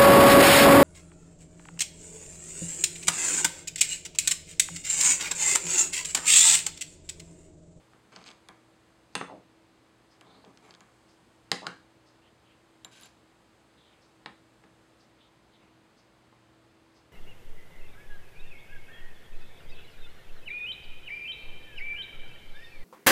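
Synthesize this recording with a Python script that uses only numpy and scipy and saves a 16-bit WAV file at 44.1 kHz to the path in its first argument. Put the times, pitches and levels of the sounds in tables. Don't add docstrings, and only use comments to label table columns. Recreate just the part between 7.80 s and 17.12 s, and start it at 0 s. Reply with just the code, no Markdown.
import sys
import numpy as np
from scipy import signal
from scipy.fft import rfft, irfft
from scipy.io import wavfile
from scipy.ndimage import uniform_filter1d

SR = 44100
rng = np.random.default_rng(int(sys.argv[2]) if len(sys.argv) > 2 else 0)


def log_audio(samples):
    frames = np.atleast_2d(samples).T
    limited = np.clip(frames, -1, 1)
    pcm = np.round(limited * 32767).astype(np.int16)
    wavfile.write(sys.argv[1], SR, pcm)


N = 411012
TIME = np.arange(N) / SR
RING_TIME = TIME[:SR // 2]

# start in seconds, level in dB, softening corner in Hz,
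# contact tone in Hz, then the relative dB of that tone, steel clack, bench thud and loose tools.
KNOCK_EVENTS = [(0.134, -24, 2500, 1230, 9.5, -18, 6, -30), (1.3526, 3.5, 9200, 1090, 0, -1.5, 1, 8.5),
                (1.4117, 3, 2140, 1370, 2.5, -21, -3, -26), (2.642, -19.5, 1100, 810, 8, -20, -4, -30),
                (3.7165, 6.5, 8000, 1835, 3.5, 9, 0, -2), (3.8676, -1.5, 6840, 1470, 10.5, 5, 0, -23),
                (6.4599, -2.5, 3150, 2010, -16, 3.5, -10, -12), (6.8380, -20.5, 3000, 1190, 1, -14, 6, -17),
                (8.526, -22.5, 1390, 890, -3, -16, -10, -32)]
# start and length in seconds, peak level in dB,
# first and last contact tone in Hz.
ROCK_EVENTS = [(1.478, 0.105, -6, 1100, 640), (3.821, 0.125, -3.5, 775, 1610)]
# start in seconds, level in dB, contact tone in Hz.
CATCH_EVENTS = [(0.3623, -10.5, 5000), (0.441, -17, 4000), (0.4721, -18.5, 4170), (0.479, -15.5, 4000),
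                (0.489, -15.5, 3080), (0.515, -18, 3170), (2.6485, -23, 3240), (2.7739, -20.5, 5400),
                (2.9082, -18, 4540), (2.94, -20, 3230), (2.9497, -18.5, 3680)]
# start in seconds, level in dB, contact tone in Hz,
# then the relative dB of the sleeve's ring and of its high edge ring.
CLINK_EVENTS = [(0.6869, -13, 3400, -24, -6), (2.411, -20, 2770, -19, -6), (3.0066, -20, 7100, -16, -11),
                (5.0471, -16, 3400, 7, -2), (5.2114, -28, 13000, -5, 8), (5.2230, -31, 13000, -10, 12),
                (5.2338, -30.5, 3000, 13.5, -3), (5.2578, -30.5, 13000, -3, 10)]
# start and length in seconds, grit and stand rumble in dB before
# trim, rumble corner in Hz, sleeve ring in dB, slips per second, even hiss as a share of one slip.
SLIDE_STROKES = [(0.318, 0.12, -59, -53.5, 2500, -32, 275, 0.061),
                 (0.447, 0.075, -52, -56, 2500, -21, 170, 0.046),
                 (2.431, 0.18, -75, -58, 1320, -30, 190, 0.088),
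                 (2.653, 0.069, -72, -51.5, 850, -30, 190, 0.08),
                 (2.822, 0.11, -64.5, -55, 2500, -10, 240, 0.077),
                 (5.111, 0.17, -56, -63, 3380, -11, 310, 0.11)]
# start and length in seconds, first and last pitch in Hz, level in dB.
SWISH_EVENTS = [(2.435, 0.22, 3520, 4400, -64.5), (4.393, 0.14, 2700, 3200, -70.5),
                (4.62, 0.16, 2920, 2900, -68), (5.917, 0.28, 3740, 3210, -69),
                (7.37, 0.13, 3150, 3720, -65.5), (7.692, 0.16, 3710, 3410, -71.5),
                (6.101, 0.13, 2560, 2216, -70), (7.78, 0.12, 2440, 2300, -69.5)]

# frequency in Hz, width in Hz, gain in dB.
BOARD_MODES = [(500, 160, 0.5), (663, 98, 1.5), (832, 80, 4.5), (1065, 75, 5), (1242, 47, 0),
               (1670, 460, -1), (1830, 220, 6.5), (2050, 250, 0.5), (2740, 700, -5.5), (3640, 470, -17)]
BENCH_MODES = [(133, 15, 2), (180.6, 7.6, 14), (213.4, 8.1, 7.5), (270.3, 7.3, 12.5), (350, 28, -2),
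               (377.4, 12, 4.5), (436.6, 18, 2.5), (493, 7.5, 7.5), (550, 15, -23)]
WEIGHT_MODES = [(2970, 220, -7.5), (3970, 360, 0.5), (5020, 360, 2), (5440, 920, -13), (6740, 460, -7),
                (8300, 280, -15.5), (9200, 570, -13)]
TOOL_MODES = [(1011, 21, 2), (1295, 34, -1), (1624, 40, -3), (2530, 33, -3.5), (2732, 33, 1), (2950, 20, 0),
              (3450, 31, -2), (6130, 56, -13), (7030, 40, -11), (8550, 140, -7), (9280, 74, -8)]
RUB_MODES = [(1536, 96, 0.5), (2940, 780, -3), (3250, 11, 5.5), (3540, 150, -9), (4340, 160, -1.5),
             (4740, 1000, -7), (6610, 170, -8), (7390, 550, -2), (7440, 760, -1), (9100, 320, -18)]
SLEEVE_MODES = [(2900, 200, 2), (3840, 94, 9), (7250, 49, 12), (9470, 80, -10), (12600, 63, -5)]
EDGE_MODES = [(9850, 160, 2.5), (10560, 570, -9), (12300, 390, -12), (13700, 900, -20)]
STAND_MODES = [(463, 120, -5), (644, 88, 0.5), (744, 220, -0.5), (1105, 260, 0.5), (1430, 380, -1.5),
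               (1664, 290, -2), (2280, 220, -5.5)]

# frequency in Hz, level in dB.
HUM_TONES = [(120, -74), (326, -70)]
# frequency in Hz, relative level in dB.
AIR_SPECTRUM = [(30, -26), (55, -6), (100, -8), (150, -8.5), (210, -5.5), (330, -8.5), (480, -8.5),
                (700, -10.5), (1050, -12), (2000, -17.5), (4500, -23.5), (8300, -33), (11000, -37.5),
                (16000, -46)]
# frequency in Hz, seconds to fall by 60 dB.
ROOM_DECAY = [(100, 0.37), (260, 0.24), (700, 0.24), (1840, 0.29), (4850, 0.38), (12800, 0.26)]
# frequency in Hz, width in Hz, gain in dB.
MIC_PORT = [(5640, 340, -14.5), (6860, 130, -2.5), (8170, 860, 4)]


def knocks(crunch_db=-8, crunch_s=0.0043, crunch_hz=7000, tone_width_hz=420,
           clack_send_db=-7, room_db=-3, thud_lag_s=0.00413):
    out = np.zeros(N)
    board, bench = ring(BOARD_MODES), ring(BENCH_MODES)
    weight, tools = ring(WEIGHT_MODES), ring(TOOL_MODES)
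    for start, db, soft_hz, tone_hz, tone_db, clack_db, thud_db, tools_db in KNOCK_EVENTS:
        contacts = rng.standard_normal(len(RING_TIME)) * np.exp(-RING_TIME / crunch_s)
        crunch = amp(crunch_db) * soften(unit(contacts), crunch_hz) / np.sqrt(len(RING_TIME))
        body = board + crunch + amp(tone_db) * pip(tone_hz, tone_width_hz) + amp(tools_db) * tools
        clack = amp(clack_db) * weight
        echo = amp(room_db) * through(body + amp(clack_send_db) * clack, room())
        add(out, start, amp(db) * soften(body + clack + echo, soft_hz))
        add(out, start + thud_lag_s, amp(db + thud_db) * bench)
    return out


def rocking(swell_s=0.021, swell_db=4, fade_db_per_s=162, first_taps_per_s=135, last_taps_per_s=240,
            glide_power=2.4, width_hz=400, spread_db=2.5, thud_db=-10, room_db=-1):
    out, bench = np.zeros(N), ring(BENCH_MODES)
    for start, length, peak_db, first_hz, last_hz in ROCK_EVENTS:
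        age = 0
        while age < length:
            done = age / length
            hz = last_hz + (first_hz - last_hz) * (1 - done) ** glide_power
            db = peak_db + min(swell_db * (age / swell_s - 1), fade_db_per_s * (swell_s - age))
            force = amp(db + spread_db * rng.standard_normal())
            add(out, start + age, force * (pip(hz, width_hz) + amp(thud_db) * bench))
            taps_per_s = first_taps_per_s + (last_taps_per_s - first_taps_per_s) * done
            age += rng.uniform(.6, 1.4) / taps_per_s
    return out + amp(room_db) * through(out, room())


def clinks(stand_lag_s=0.00336, thud_db=-6, steel_room_db=-13, stand_room_db=1):
    steel, blows = np.zeros(N), np.zeros(N)
    rub, sleeve, edge = ring(RUB_MODES), ring(SLEEVE_MODES), ring(EDGE_MODES)
    for start, db, tone_hz in CATCH_EVENTS:
        tick = rub + amp(2) * pip(tone_hz, width_hz=1440)
        add(steel, start, amp(db) * soften(tick, hz=7800))
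        add(blows, start + stand_lag_s, [amp(db - 2.5)])
    for start, db, tone_hz, ring_db, edge_db in CLINK_EVENTS:
        tick = rub + amp(0.5) * pip(tone_hz, width_hz=900)
        clink = tick + amp(ring_db) * sleeve + amp(edge_db) * edge
        add(steel, start, amp(db) * soften(clink, hz=14000))
        add(blows, start + stand_lag_s, [amp(db + 4.5)])
    stand = through(blows, ring(STAND_MODES))
    thud = amp(thud_db) * through(blows, ring(BENCH_MODES))
    echo = through(amp(steel_room_db) * steel + amp(stand_room_db) * stand, room())
    return steel + stand + thud + echo


def slides(attack_s=0.0066, release_s=0.0099, spread_db=3, growth_db=0.5,
           trim_db=-3, thud_db=-3, room_db=-5):
    out, age = np.zeros(N), TIME[:SR]
    rub, sleeve = ring(RUB_MODES), ring(SLEEVE_MODES) + ring(EDGE_MODES)
    stand = ring(STAND_MODES) + amp(thud_db) * ring(BENCH_MODES)
    for start, length, grit_db, rumble_db, soft_hz, ring_db, slips_per_s, hiss in SLIDE_STROKES:
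        contact = np.clip(np.minimum(age / attack_s, (length - age) / release_s), 0, 1)
        bite_db = growth_db * (np.minimum(age / length, 1) - .5)
        slips = (rng.random(SR) < slips_per_s / SR) * amp(spread_db * rng.standard_normal(SR))
        friction = slips + hiss * rng.standard_normal(SR)
        grit = unit(through(friction, rub + amp(ring_db) * sleeve)) * amp(grit_db + bite_db)
        rumble = unit(soften(through(friction, stand), soft_hz)) * amp(rumble_db)
        add(out, start, amp(trim_db) * contact * (grit + rumble))
    return out + amp(room_db) * through(out, room())


def swishes(half_width_hz=430, flutter_db=2):
    out, flutter = np.zeros(N), amp(flutter_db * wander(60))
    for start, length, first_hz, last_hz, db in SWISH_EVENTS:
        done = np.minimum(RING_TIME / length, 1)
        phase = 2 * np.pi * np.cumsum(first_hz + (last_hz - first_hz) * done) / SR
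        noise = soften(rng.standard_normal((2, len(RING_TIME))), half_width_hz)
        band = unit(noise[0] * np.cos(phase) + noise[1] * np.sin(phase))
        add(out, start, amp(db) * band * np.sin(np.pi * done))
    return out * flutter


def puffs(first_s=0.342, period_s=0.978, rise_s=0.023, centre_hz=5200, width_hz=2200, db=-68):
    out = np.zeros(N)
    envelope = RING_TIME / rise_s * np.exp(1 - RING_TIME / rise_s)
    for start in np.arange(first_s, TIME[-1], period_s):
        hiss = unit(through(rng.standard_normal(len(RING_TIME)), pip(centre_hz, width_hz)))
        add(out, start, amp(db) * hiss * envelope)
    return out


def faint_hiss(centre_hz=7500, width_hz=6000, db=-81, waver_db=2, end_s=7.4, fade_s=0.27):
    hiss = unit(through(rng.standard_normal(N), pip(centre_hz, width_hz)))
    fade = np.clip((end_s - TIME) / fade_s, 0, 1)
    return hiss * amp(db + waver_db * wander(2.1)) * fade


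def room_tone(air_db=-63, waver_db=2, drift_rad_per_hz=0.0045):
    colour = amp(at_hz(np.fft.rfftfreq(N, 1 / SR), AIR_SPECTRUM))
    out = amp(air_db) * unit(irfft(rfft(rng.standard_normal(N)) * colour, N))
    for hz, db in HUM_TONES:
        level = np.sqrt(2) * amp(db + waver_db * wander(4.7))
        drift = drift_rad_per_hz * hz * wander(7)
        out += level * np.sin(2 * np.pi * hz * TIME + drift)
    return out


def room(gap_s=0.0029, build_s=0.00065, treble_db=-3, shelf_hz=4000):
    size = len(RING_TIME)
    spectrum, hz = rfft(rng.standard_normal(size)), np.fft.rfftfreq(size, 1 / SR)
    age = np.maximum(RING_TIME - gap_s, 0)
    onset = 1 - np.exp(-age / build_s)
    out = np.zeros(size)
    for centre in 125 * 2 ** (np.arange(15) / 2):
        inside = np.abs(np.log2((hz + 1) / centre)) < 1 / 4
        decay = 1000 ** (-age / at_hz(centre, ROOM_DECAY))
        band = unit(irfft(spectrum * inside, size) * onset * decay)
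        shelf = amp(treble_db * centre / (centre + shelf_hz))
        out += band * np.sqrt(inside.mean() / size) * shelf
    return out


def ring(modes):
    out = 0
    for k, (hz, width, db) in enumerate(modes):
        gain = (-1) ** k * amp(db) * 2 * np.pi * width / SR
        out += gain * np.exp(-np.pi * width * RING_TIME) * np.sin(2 * np.pi * hz * RING_TIME)
    return out


def pip(hz, width_hz):
    once = ring([(hz, width_hz, 0)])
    return through(once, once)


def soften(x, hz):
    return signal.sosfilt(signal.butter(2, hz, fs=SR, output="sos"), x)


def wander(turns_per_s):
    hold = int(SR / turns_per_s)
    steps = np.repeat(rng.standard_normal(N // hold + 1), hold)
    return unit(uniform_filter1d(steps, hold)[:N])


def amp(db):
    return 10 ** (np.asarray(db) / 20)


def unit(x):
    return x / np.sqrt(np.mean(x ** 2))


def add(out, start_s, x):
    start = int(start_s * SR)
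    out[start:start + len(x)] += x[:N - start]


def through(x, response):
    return signal.fftconvolve(x, response)[:len(x)]


def at_hz(hz, points):
    point_hz, values = np.transpose(points)
    return np.interp(np.log(np.maximum(hz, 1)), np.log(point_hz), values)


def scene(bass_hz=110):
    handling = knocks() + rocking() + clinks() + slides()
    handling = signal.sosfilt(signal.butter(3, bass_hz, "high", fs=SR, output="sos"), handling)
    return (handling + swishes() + puffs() + faint_hiss() + room_tone())[None]


def record(dry, ceiling_db=-5.5, top_hz=15900):
    for hz, width, db in MIC_PORT:
        band = signal.lfilter(*signal.iirpeak(hz, hz / width, fs=SR), dry)
        dry = dry + (amp(db) - 1) * band
    rounded = amp(ceiling_db) * np.tanh(dry / amp(ceiling_db))
    return signal.sosfilt(signal.ellip(10, .1, 80, top_hz, fs=SR, output="sos"), rounded)


dry = scene()
out = record(dry)
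log_audio(out)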